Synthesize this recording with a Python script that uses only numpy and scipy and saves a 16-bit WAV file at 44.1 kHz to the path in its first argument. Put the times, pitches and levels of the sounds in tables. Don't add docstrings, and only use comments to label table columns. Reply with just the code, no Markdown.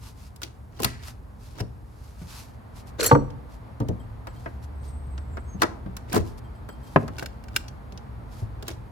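import sys
import numpy as np
from scipy import signal
from scipy.fft import rfft, irfft, next_fast_len
from scipy.io import wavfile
from scipy.ndimage import uniform_filter1d, map_coordinates

SR = 44100
rng = np.random.default_rng(int(sys.argv[2]) if len(sys.argv) > 2 else 0)


def unload_audio(sound):
    columns = np.transpose(np.atleast_2d(sound))
    steps = np.round(np.clip(columns, -1, 1) * 32767)
    wavfile.write(sys.argv[1], SR, steps.astype(np.int16))


N = 392931
T = np.arange(SR // 2) / SR
JAMB_LEAD_S = .00041

# pitch in Hz (a snap shifts it by chance), relative level in dB, time in seconds to fade by 60 dB.
SPLINTER_MODES = [(1480, 2, .07), (1560, 0, .06), (1870, -5, .045), (2300, 2, .04), (2770, 1, .045),
                  (4360, 0, .025), (5220, 0, .04), (6930, -6, .04), (7600, -3, .025), (11500, -6, .03)]


def amp(db):
    return 10 ** (np.asarray(db) / 20)


def unit(x):
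    return x / np.sqrt(np.mean(x ** 2) + 1e-20)


def struck(x):
    start = x[..., :SR // 50]
    return x / np.sqrt(np.mean(start ** 2) + 1e-20)


def along(points, hz):
    point_hz, values = np.transpose(points)
    return np.interp(np.log(hz + 1), np.log(point_hz + 1), values)


def over_time(points):
    return np.interp(np.arange(N) / SR, *np.transpose(points))


def wobble(rate):
    points = rng.standard_normal(int(N * rate / SR) + 4)
    return map_coordinates(points, [np.arange(N) * rate / SR])


def envelope(s, hold, rise, fall):
    t = np.arange(N) / SR - s
    before = np.maximum(-t, 0)
    after = np.maximum(t - hold, 0)
    return amp(-30 * (before / rise + after / fall))


def filtered(x, response):
    n = x.shape[-1]
    padded = next_fast_len(n + SR // 8)
    spectrum = rfft(x, padded) * response(np.fft.rfftfreq(padded, 1 / SR))
    return irfft(spectrum, padded)[..., :n]


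def stereo(pair, width):
    middle, side = pair
    return np.array([middle + width * side, middle - width * side])


def noise(spectrum, width, size=N):
    white = stereo(rng.standard_normal((2, size)), width)
    return unit(filtered(white, lambda hz: amp(along(spectrum, hz))))


def grains(spectrum, rate, spread_db, width):
    sizes = amp(spread_db * np.clip(rng.standard_normal(N), -2, 2))
    sizes = sizes * (rng.random(N) < rate / SR)
    ticks = stereo(rng.standard_normal((2, N)) * sizes, width)
    return unit(filtered(ticks, lambda hz: amp(along(spectrum, hz))))


def tone(hz):
    return np.sqrt(2) * np.sin(2 * np.pi * np.cumsum(hz) / SR)


def burst(lo_hz, hi_hz, t60, attack, width):
    def band(hz):
        return 1 / np.sqrt((1 + (lo_hz / (hz + 1)) ** 8) * (1 + (hz / hi_hz) ** 8))

    crowd = filtered(stereo(rng.standard_normal((2, len(T))), width), band)
    return struck(crowd * amp(-60 * T / t60) * (1 - np.exp(-T / attack)))


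def ring(modes, width, scatter_db):
    hz, db, t60 = np.transpose(modes)[:, :, None]
    size = amp(db + scatter_db * rng.standard_normal(hz.shape))
    phase = rng.uniform(0, 2 * np.pi, hz.shape) + width * rng.standard_normal((2, *hz.shape))
    fade = amp(-60 * T / t60)
    return np.sum(size * fade * np.sin(2 * np.pi * hz * T + phase), axis=1)


def patchy(x, depth_db, size):
    z = signal.stft(x, nperseg=256)[2]
    field = uniform_filter1d(rng.standard_normal(z.shape[1:]), 3, 0)
    field = uniform_filter1d(field, size, 1)
    gain = unit(amp(depth_db * np.clip(unit(field), -2, 2)))
    return signal.istft(z * gain, nperseg=256)[1][:, :N]


def from_left(x, lead):
    return filtered(x, lambda hz: np.exp(1j * np.pi * hz * lead * np.array([[1], [-1]])))


def placed(s, x):
    # time in seconds, side (1 = at the jamb on the left, 0 = straight ahead, below 0 = right).
    hands = [(0, 0.92), (1.7, 0.76), (2.2, 0.4), (3.3, -0.49), (3.85, 0.82), (6.3, 0.94), (6.95, -0.11),
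             (8.9, 0.39)]
    side = np.interp(s, *np.transpose(hands))
    tilt_db = side * 0.53 * np.array([[1], [-1]])
    return amp(tilt_db) * from_left(x, side * JAMB_LEAD_S)


def add(track, s, sound):
    part = track[:, round(s * SR):][:, :sound.shape[1]]
    part += sound[:, :part.shape[1]]


def outdoors():
    # frequency in Hz, relative level in dB per Hz.
    rumble_colour = [(13, -46), (22, -18), (29, -23), (40, -2.5), (65, 3.5), (97, -5.5), (119, -1.5),
                     (163, -15), (242, -18), (350, -23.5), (460, -23), (770, -120)]
    wash_colour = [(100, -36), (170, 2.5), (243, 2.5), (359, -12.5), (439, -6), (884, -5), (1210, -9.5),
                   (2210, -21), (2840, -27), (4600, -31), (7000, -49.5), (9100, -73), (15400, -120)]
    # time in seconds, relative level in dB.
    rumble_level = [(0.0, -45), (0.49, -47.5), (0.87, -44), (2.53, -45.5), (3.25, -39.5), (3.49, -45.5),
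                    (5.33, -39), (5.72, -42.5), (8.9, -41.5)]
    wash_level = [(0.0, -58.5), (2.01, -57), (3.25, -50.5), (3.47, -52.5), (8.5, -51), (8.9, -52.5)]
    hum_level = [(0.0, -51), (3.77, -54.5), (4.14, -40), (5.11, -54), (8.65, -47.5), (8.9, -51)]
    rumble = amp(over_time(rumble_level) + 2.0) * noise(rumble_colour, width=0.2)
    wash = amp(over_time(wash_level) + 3.5 + 0.42 * wobble(15.0)) * noise(wash_colour, width=0.89)
    hum = amp(over_time(hum_level) - 2 + 1.5 * wobble(6.6)) * tone(111 + 3 * wobble(7.9))
    drone = amp(2 * wobble(14)) * tone(73 + 5 * wobble(25))
    swell = amp(-36.5) * envelope(4.8, 0.68, rise=0.62, fall=0.17)
    return rumble + wash + hum + swell * drone


def hiss():
    colour = [(1000, -7.5), (4000, -1), (9000, -1.5), (12000, 1.0), (16000, -14)]  # Hz, dB
    return amp(-72.5) * noise(colour, width=0.2)


def sleeves():
    # centre in seconds, length in seconds between half-gain points, relative level in dB.
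    strokes = [(0.061, 0.082, -50.5), (0.225, 0.12, -60), (1.076, 0.08, -50.5), (1.475, 0.13, -60.5),
               (2.122, 0.39, -64.5), (2.365, 0.16, -48.5), (2.785, 0.062, -54.5), (2.884, 0.036, -54.5),
               (3.531, 0.066, -61), (4.428, 0.21, -63.5), (4.639, 0.029, -57.5), (4.87, 0.068, -58.5),
               (6.29, 0.09, -59.5), (6.387, 0.017, -55), (6.949, 0.23, -60.5), (8.38, 0.12, -58)]
    # frequency in Hz, relative level in dB per Hz.
    cloth_colour = [(530, -28), (900, 2.5), (1900, -6.5), (2630, -3.5), (3040, -6), (4740, -2.5),
                    (9090, -10), (11800, -8), (16000, -23.5)]
    t = np.arange(N) / SR
    pressure = sum(amp(db) / (1 + ((t - s) / (length / 2)) ** 4) for s, length, db in strokes)
    brushing = noise(cloth_colour, width=0.66)
    crumbs = amp(-1.5) * grains(cloth_colour, rate=3200, spread_db=5.0, width=0.6)
    return pressure * amp(2 * wobble(40)) * (brushing + crumbs)


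def snaps():
    # start in seconds, overall level in dB before scaling,
    # then relative levels in dB of thud, body and fizz.
    breaks = [(0.3602, -43.5, -24, -23, -6), (0.4175, -31.5, -10, -3.5, -10), (0.432, -20.5, -15, -36, -16),
              (0.7933, -37, -2, 2.5, -15), (0.8005, -34, 7, -11.5, -5), (0.82, -29, -13, -15, -5.5),
              (0.832, -19, -14, -9, -6.5), (0.8447, -9.5, -21, -10, -9), (1.026, -43, -20, -10, -14.5),
              (1.034, -37, -26, -7, -26), (1.081, -39, -17, 2, -12.5), (3.3024, -43, -3, -22.5, -24.5),
              (3.801, -39, -12, -16, -10.5), (3.885, -34, -9, -11, -13.5), (4.2699, -37, 5, 5.5, -12.5),
              (4.4591, -47.5, 23.5, 20.5, -22.5), (5.178, -37, -3, -1.5, -53),
              (5.3698, -42.5, 15, 14, -19.5), (5.6183, -12.5, -9, 3.5, -15), (5.631, -17.5, 7, 2.5, -23.5),
              (5.9666, -30, -27, -7.5, -8), (6.128, -28.5, -6, 3, -1.5), (6.145, -28.5, 10, 2, -2.5),
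              (6.156, -30, -7, 1, -1), (6.1637, -26.5, 15, 3, -7.5), (6.177, -32.5, 8, 4, -5),
              (6.688, -46, 15, 11.5, -4.5), (7.079, -35, -1, 2, -14.5), (7.224, -39, 16, 10, -13),
              (7.6813, -33, -18, -22, -17), (7.9217, -39.5, 0.5, -22, -21), (7.9748, -34, -28, -21, -26),
              (8.6248, -33, 1, -9, -14), (8.6803, -23.5, -6, -11, -10)]
    crack_t60 = 0.026
    out = np.zeros((2, N))
    for s, db, thud_db, body_db, fizz_db in breaks:
        thud = amp(thud_db - 3) * burst(160, 650, t60=.085, attack=.002, width=.7)
        body = amp(body_db - 2.0) * burst(660, 1700, t60=2.76 * crack_t60, attack=0.00066, width=0.7)
        crack = amp(-8.0) * burst(2400, 5600, t60=crack_t60, attack=0.0012, width=1.0)
        fizz = amp(fizz_db + 1.0) * burst(5000, 15000, t60=.7 * crack_t60, attack=0.0024, width=0.61)
        pitch = np.exp(0.08 * rng.standard_normal())
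        colour = [(1200, body_db), (2000, -9.0), (3000, -29.5), (5000, -4.0), (8000, fizz_db)]
        modes = [(hz * pitch, level + along(colour, hz), t60) for hz, level, t60 in SPLINTER_MODES]
        stick = amp(-1) * ring(modes, width=1.1, scatter_db=2) * (1 - np.exp(-T / .001))
        add(out, s, amp(db - 6.0) * placed(s, thud + body + crack + fizz + stick))
    return out


def tearing():
    # peak time in seconds, relative level in dB,
    # rise and fall in seconds per 30 dB.
    pulls = [(0.435, -35.5, 0.025, 0.086), (.848, -31, 0.11, .06), (1.606, -29, 0.062, 0.024),
             (4.275, -62, .02, .12), (5.63, -24, 0.035, 0.023), (6.135, -29, 0.057, .04),
             (6.166, -28.5, 0.06, 0.076), (7.195, -42, 0.12, 0.21), (7.563, -37.5, 0.055, 0.11),
             (8.689, -30.5, 0.038, 0.075)]
    # frequency in Hz, relative level in dB per Hz.
    fibre_colour = [(120, -8.5), (300, 17.5), (700, 6), (1500, 1), (3000, 0), (5000, -1.5), (9000, -10),
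                    (16000, -17)]
    # pitch in Hz at the start of the rasp, relative level in dB.
    rasp_resonances = [(1880, 4), (2700, -4), (4900, -7)]
    clumps = unit(amp(2.5 * wobble(260)))
    fibres = grains(fibre_colour, rate=4000, spread_db=4, width=.8)
    pull = sum(amp(db) * envelope(s, 0, rise, fall) for s, db, rise, fall in pulls)
    crackle = pull * clumps * fibres

    rasp_s = .85
    grit_colour = [(600, -12), (1800, 0), (5000, -3), (9000, -12), (16000, -23)]  # Hz, dB
    grit = grains(grit_colour, rate=5000, spread_db=4, width=.9)
    sag = 1 - 0.5 * np.clip(np.arange(N) / SR - rasp_s, 0, .3)
    creak = sum(amp(db + 4 * wobble(220)) * tone(hz * sag + 330 * wobble(1500))
                for hz, db in rasp_resonances)
    scrape = amp(-49) * envelope(rasp_s, 0.021, rise=.01, fall=0.33)
    rasp = scrape * (amp(2.5) * grit + creak) * unit(amp(1.2 * wobble(130)))
    return from_left(patchy(crackle, depth_db=5, size=2) + rasp, JAMB_LEAD_S)


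def corner(x):
    # delay in seconds, gain.
    reflections = [(.0007, 0.051), (.0019, -0.015), (.0031, .2)]
    return filtered(x, lambda hz: 1 + sum(gain * np.exp(-2j * np.pi * hz * delay)
                                          for delay, gain in reflections))


def porch(x):
    # frequency in Hz, time in seconds for the echo to fade by 60 dB.
    decay = [(100, 1), (400, 0.72), (1500, 0.36), (4000, 0.3), (8000, 0.33), (15000, 0.14)]
    hz, t, z = signal.stft(rng.standard_normal((2, SR)), SR, nperseg=256)
    fade = amp(-60 * t / along(decay, hz)[:, None])
    tail = signal.istft(z * fade, SR, nperseg=256)[1]
    return signal.fftconvolve(x, tail / np.linalg.norm(tail[0]), axes=1)[:, :N]


def knocks():
    # start in seconds, overall level in dB before scaling, then relative levels in dB
    blows = [(0.801, -22, -11.5, -16, -37, 5.5, 0.88), (0.848, -24.5, 1.5, -11, -15, -3, 0.86),
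             (1.607, -23, -1, -18.5, -13, 3.5, 0.84), (2.215, -46.5, 11, -12, -2, 5, 1.28),
             (3.112, 1.5, -34, -4, -26, -3, 0.98), (3.126, -17, 8, -8, -26, 8, 0.98),
             (3.149, -4, -20, -6, -32, -4.5, 1.02), (3.171, -14.5, -20, -17, -30, -12, 0.95),
             (3.214, -23, -4, -23, -27, -5, 0.98), (3.803, -21, -1, -3, -31, -7.5, 1),
             (3.816, -20.5, -2.5, -32, -20, -3, 0.91), (3.888, -16.5, -1, -24, -34, 1, .8),
             (5.544, -39, 9.5, -21, -27, 2, 1.45), (5.861, -34, 7, -7, -10.5, -5, 1.35),
             (6.138, -11, -16, -9.5, -12, -3, 0.8), (6.16, -9, -12, -4.5, -31, -6.5, 0.87),
             (6.173, -35, -11, -1, -10, -11, 0.76), (6.195, -36, 15, -27, -32, -2, 0.74),
             (8.421, -40.5, 13, -13, -17, -6, 0.77)]
    # pitch in Hz before the spot's ratio, relative level in dB,
    # time in seconds to fade by 60 dB.
    planks = [(120, 9, 0.1), (138, 3, 0.27), (200, -3, 0.089), (222, -2, 0.2), (291.2, -1.5, 0.29),
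              (368, -9.5, .2), (404.7, -2, 0.13), (489, 7.5, 0.12), (531.6, 1.5, 0.15), (594, -1.5, 0.12),
              (820, -7, .06), (922, 3.5, .095), (1169, 9.5, 0.048), (1267, -5, 0.06), (1540, -11.5, 0.076),
              (1780, -6.5, 0.035)]
    out = np.zeros((2, N))
    for s, db, boom_db, clack_db, edge_db, ring_db, place in blows:
        high_db = clack_db + ring_db
        colour = [(140, boom_db), (260, -1.0 + 0.28 * boom_db), (560, -14.0),
                  (850, high_db), (1250, high_db), (2000, edge_db)]
        modes = [(hz * place, level + along(colour, hz), t60) for hz, level, t60 in planks]
        wood = amp(-5.5) * ring(modes, width=0.59, scatter_db=-1.5) * (1 - np.exp(-T / 0.0025))
        thump = amp(-14.0 + 0.42 * boom_db) * burst(140, 560, t60=0.17, attack=0.00158, width=0.47)
        joists = amp(-29.5) * burst(180, 670, t60=0.17, attack=0.0014, width=0.37)
        clack = amp(clack_db - 16.0) * burst(540, 1350, t60=0.046, attack=0.0011, width=0.49)
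        edge = amp(edge_db - 17.0) * burst(1000, 3700, t60=0.051, attack=0.00034, width=0.88)
        deck = amp(boom_db - 18) * burst(45, 100, t60=0.32, attack=0.012, width=0.61)
        add(out, s, amp(db) * placed(s, wood + thump + joists + clack + edge + deck))
    return out


def tool():
    # start in seconds, overall level in dB before scaling, treble tilt in dB,
    # relative level in dB of the lowest tone.
    catches = [(2.997, -24, -10, 10), (3.006, -15.5, -13.5, 10), (3.0295, -17, 4, -2.5),
               (3.041, -15.5, 1.5, -1), (3.0604, -8, -6, -6.5), (3.074, -17, -7.5, -5.5),
               (3.096, -28.5, -9, 13.5), (3.114, -35, -4.5, 5), (3.149, -37, -15.5, 10)]
    # pitch in Hz, relative level in dB, time in seconds to fade by 60 dB.
    steel_modes = [(4334, -5, .29), (5744, -3, .38), (5950, 1, .05), (6600, -5, .03), (7465, 0, .14),
                   (7843, -10, .32), (9413, -2, .08), (10430, -6, .12), (10960, -1, .07), (11315, -1, .09),
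                   (12230, -14, .08), (15200, -6, .07)]
    trinket_modes = [(3180, 2, 0.18), (4400, -4, .14), (4950, -4, 0.12), (7780, -1, 0.15), (9430, -3, 0.09),
                     (14570, -1, .1)]
    # start in seconds, relative level in dB.
    jingles = [(3.997, -60), (4.28, -61), (4.36, -61), (6.442, -62), (6.55, -66), (6.691, -54),
               (6.724, -59), (6.83, -62), (6.87, -60)]
    # start in seconds, relative level in dB, hold in seconds.
    drags = [(2.993, -27, 0.029), (3.029, -24, 0.026), (3.06, -27, 0.014), (3.093, -32, 0.035)]
    # frequency in Hz, relative level in dB per Hz.
    drag_colour = [(200, -0.5), (480, 12.5), (750, -7), (1300, 0), (2000, -4), (3000, -8), (6000, -8.5),
                   (12000, -27)]
    out = np.zeros((2, N))
    damping = .08 + amp(-60 * T / .045)
    for s, db, tilt_db, low_db in catches:
        chatter = rng.standard_normal(len(T)) * amp(-60 * T / .035) * (1 - np.exp(-T / .0007))
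        colour = [(4400, low_db), (5500, 0), (14000, tilt_db)]
        modes = [(hz, level + along(colour, hz), t60) for hz, level, t60 in steel_modes]
        blade = damping * ring(modes, width=.5, scatter_db=1.5)
        steel = signal.fftconvolve(blade, chatter[None], axes=1)[:, :len(T)]
        scrape = burst(900, 11000, t60=.035, attack=.0005, width=.6)
        sustain = ring(modes, width=.5, scatter_db=1.5) * (1 - np.exp(-T / .002))
        clink = amp(-12.5) * struck(steel) + amp(-29.5) * struck(scrape) + amp(-25.5) * struck(sustain)
        add(out, s, amp(db) * clink)
    for s, db in jingles:
        jingle = struck(ring(trinket_modes, width=0.54, scatter_db=4))
        add(out, s, amp(db) * jingle * (1 - np.exp(-T / 0.0018)))
    slide = sum(amp(db) * envelope(s, hold, rise=0.012, fall=0.03) for s, db, hold in drags)
    grind = unit(amp(2.5 * wobble(220))) * noise(drag_colour, width=.7)
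    return patchy(out + slide * grind, depth_db=4, size=3)


def squeals():
    # centre in seconds, length in seconds, pitch in Hz at the centre, relative level in dB,
    # pitch roughness in Hz, glide in Hz per second.
    strains = [(4.89, 0.2, 8140, -61, 90.5, -2), (5.0, 0.18, 8420, -68, 188, 601),
               (5.14, .17, 8200, -68, 258, -1200), (5.333, 0.17, 7500, -71, 200, -3000),
               (5.428, 0.25, 8130, -71, 131, -1400), (5.519, 0.071, 6440, -59, 40, 100)]
    out = np.zeros(N)
    for s, length, hz, db, rough_hz, glide in strains:
        t = np.clip(np.arange(N) / SR - s, -2 * length, 2 * length)
        waver_hz = rough_hz * wobble(1600) + 30 * wobble(40)
        swell = np.exp(-(2 * t / length) ** 2)
        out += amp(db + 3.5 * wobble(70)) * swell * tone(hz + glide * t + waver_hz)
    return out


def put_down():
    # start in seconds, overall level in dB before scaling, relative level in dB of the clack.
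    landings = [(6.96, -3.5, 4), (7.023, -27.5, -6), (7.036, -21, -16.5), (7.085, -31, -12)]
    # pitch in Hz, relative level in dB, time in seconds to fade by 60 dB.
    board_modes = [(110, -6.5, 0.31), (152, 7.5, 0.089), (233.7, -4.5, .26), (292, 1.5, .1),
                   (383, -5, 0.11), (416.6, 1, .07), (534, 3, 0.051), (629, -1, 0.1), (858, 2.5, 0.035),
                   (1030, 3.5, 0.032), (1292, -7, .07), (1510, -10.5, 0.056), (2620, -9.5, .035)]
    out = np.zeros((2, N))
    for s, db, clack_db in landings:
        colour = [(300, 0), (900, clack_db)]
        modes = [(hz, level + along(colour, hz), t60) for hz, level, t60 in board_modes]
        wood = struck(ring(modes, width=.6, scatter_db=1) * (1 - np.exp(-T / .001)))
        contact = amp(clack_db - 7) * burst(200, 1500, t60=.045, attack=.0005, width=.8)
        add(out, s, amp(db - 9.0) * placed(s, wood + contact))
    return out


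def taps():
    # start in seconds, overall level in dB before scaling, relative level in dB of the fizz.
    touches = [(7.1832, -28.5, -8.5), (7.1939, -27.5, -11), (7.2278, -36.5, -2), (7.2592, -28, -10.5),
               (7.4384, -44.5, -6), (7.4834, -41, -17), (7.562, -11, -7)]
    out = np.zeros((2, N))
    for s, db, fizz_db in touches:
        glove = amp(-60 * T / .07)
        stick = ring(SPLINTER_MODES, width=.8, scatter_db=1.2) * glove * (1 - np.exp(-T / .001))
        contact = amp(-1.5) * burst(630, 6000, t60=.028, attack=.001, width=.9)
        fizz = amp(fizz_db) * burst(6500, 16000, t60=0.03, attack=.001, width=.6)
        add(out, s, amp(db - 13.5) * placed(s, struck(stick) + contact + fizz))
    return out


def scene():
    splinters = amp(-1.5) * corner(snaps() + tearing()) + squeals()
    blows = knocks() + put_down() + taps() + tool()
    echo = porch(amp(-16.0) * splinters + amp(-20.0) * blows)
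    background = from_left(outdoors(), lead=0.00041) + hiss()
    return splinters + blows + echo + sleeves() + background


def record(dry):
    top_hz = 16600
    bass_cut = signal.butter(4, 34, "highpass", fs=SR, output="sos")
    lean = signal.sosfilt(bass_cut, dry)
    rounded = lean / (1 + np.abs(lean / .95) ** 6) ** (1 / 6)
    return filtered(rounded, lambda hz: hz < top_hz)


dry = scene()
out = record(dry)
unload_audio(out)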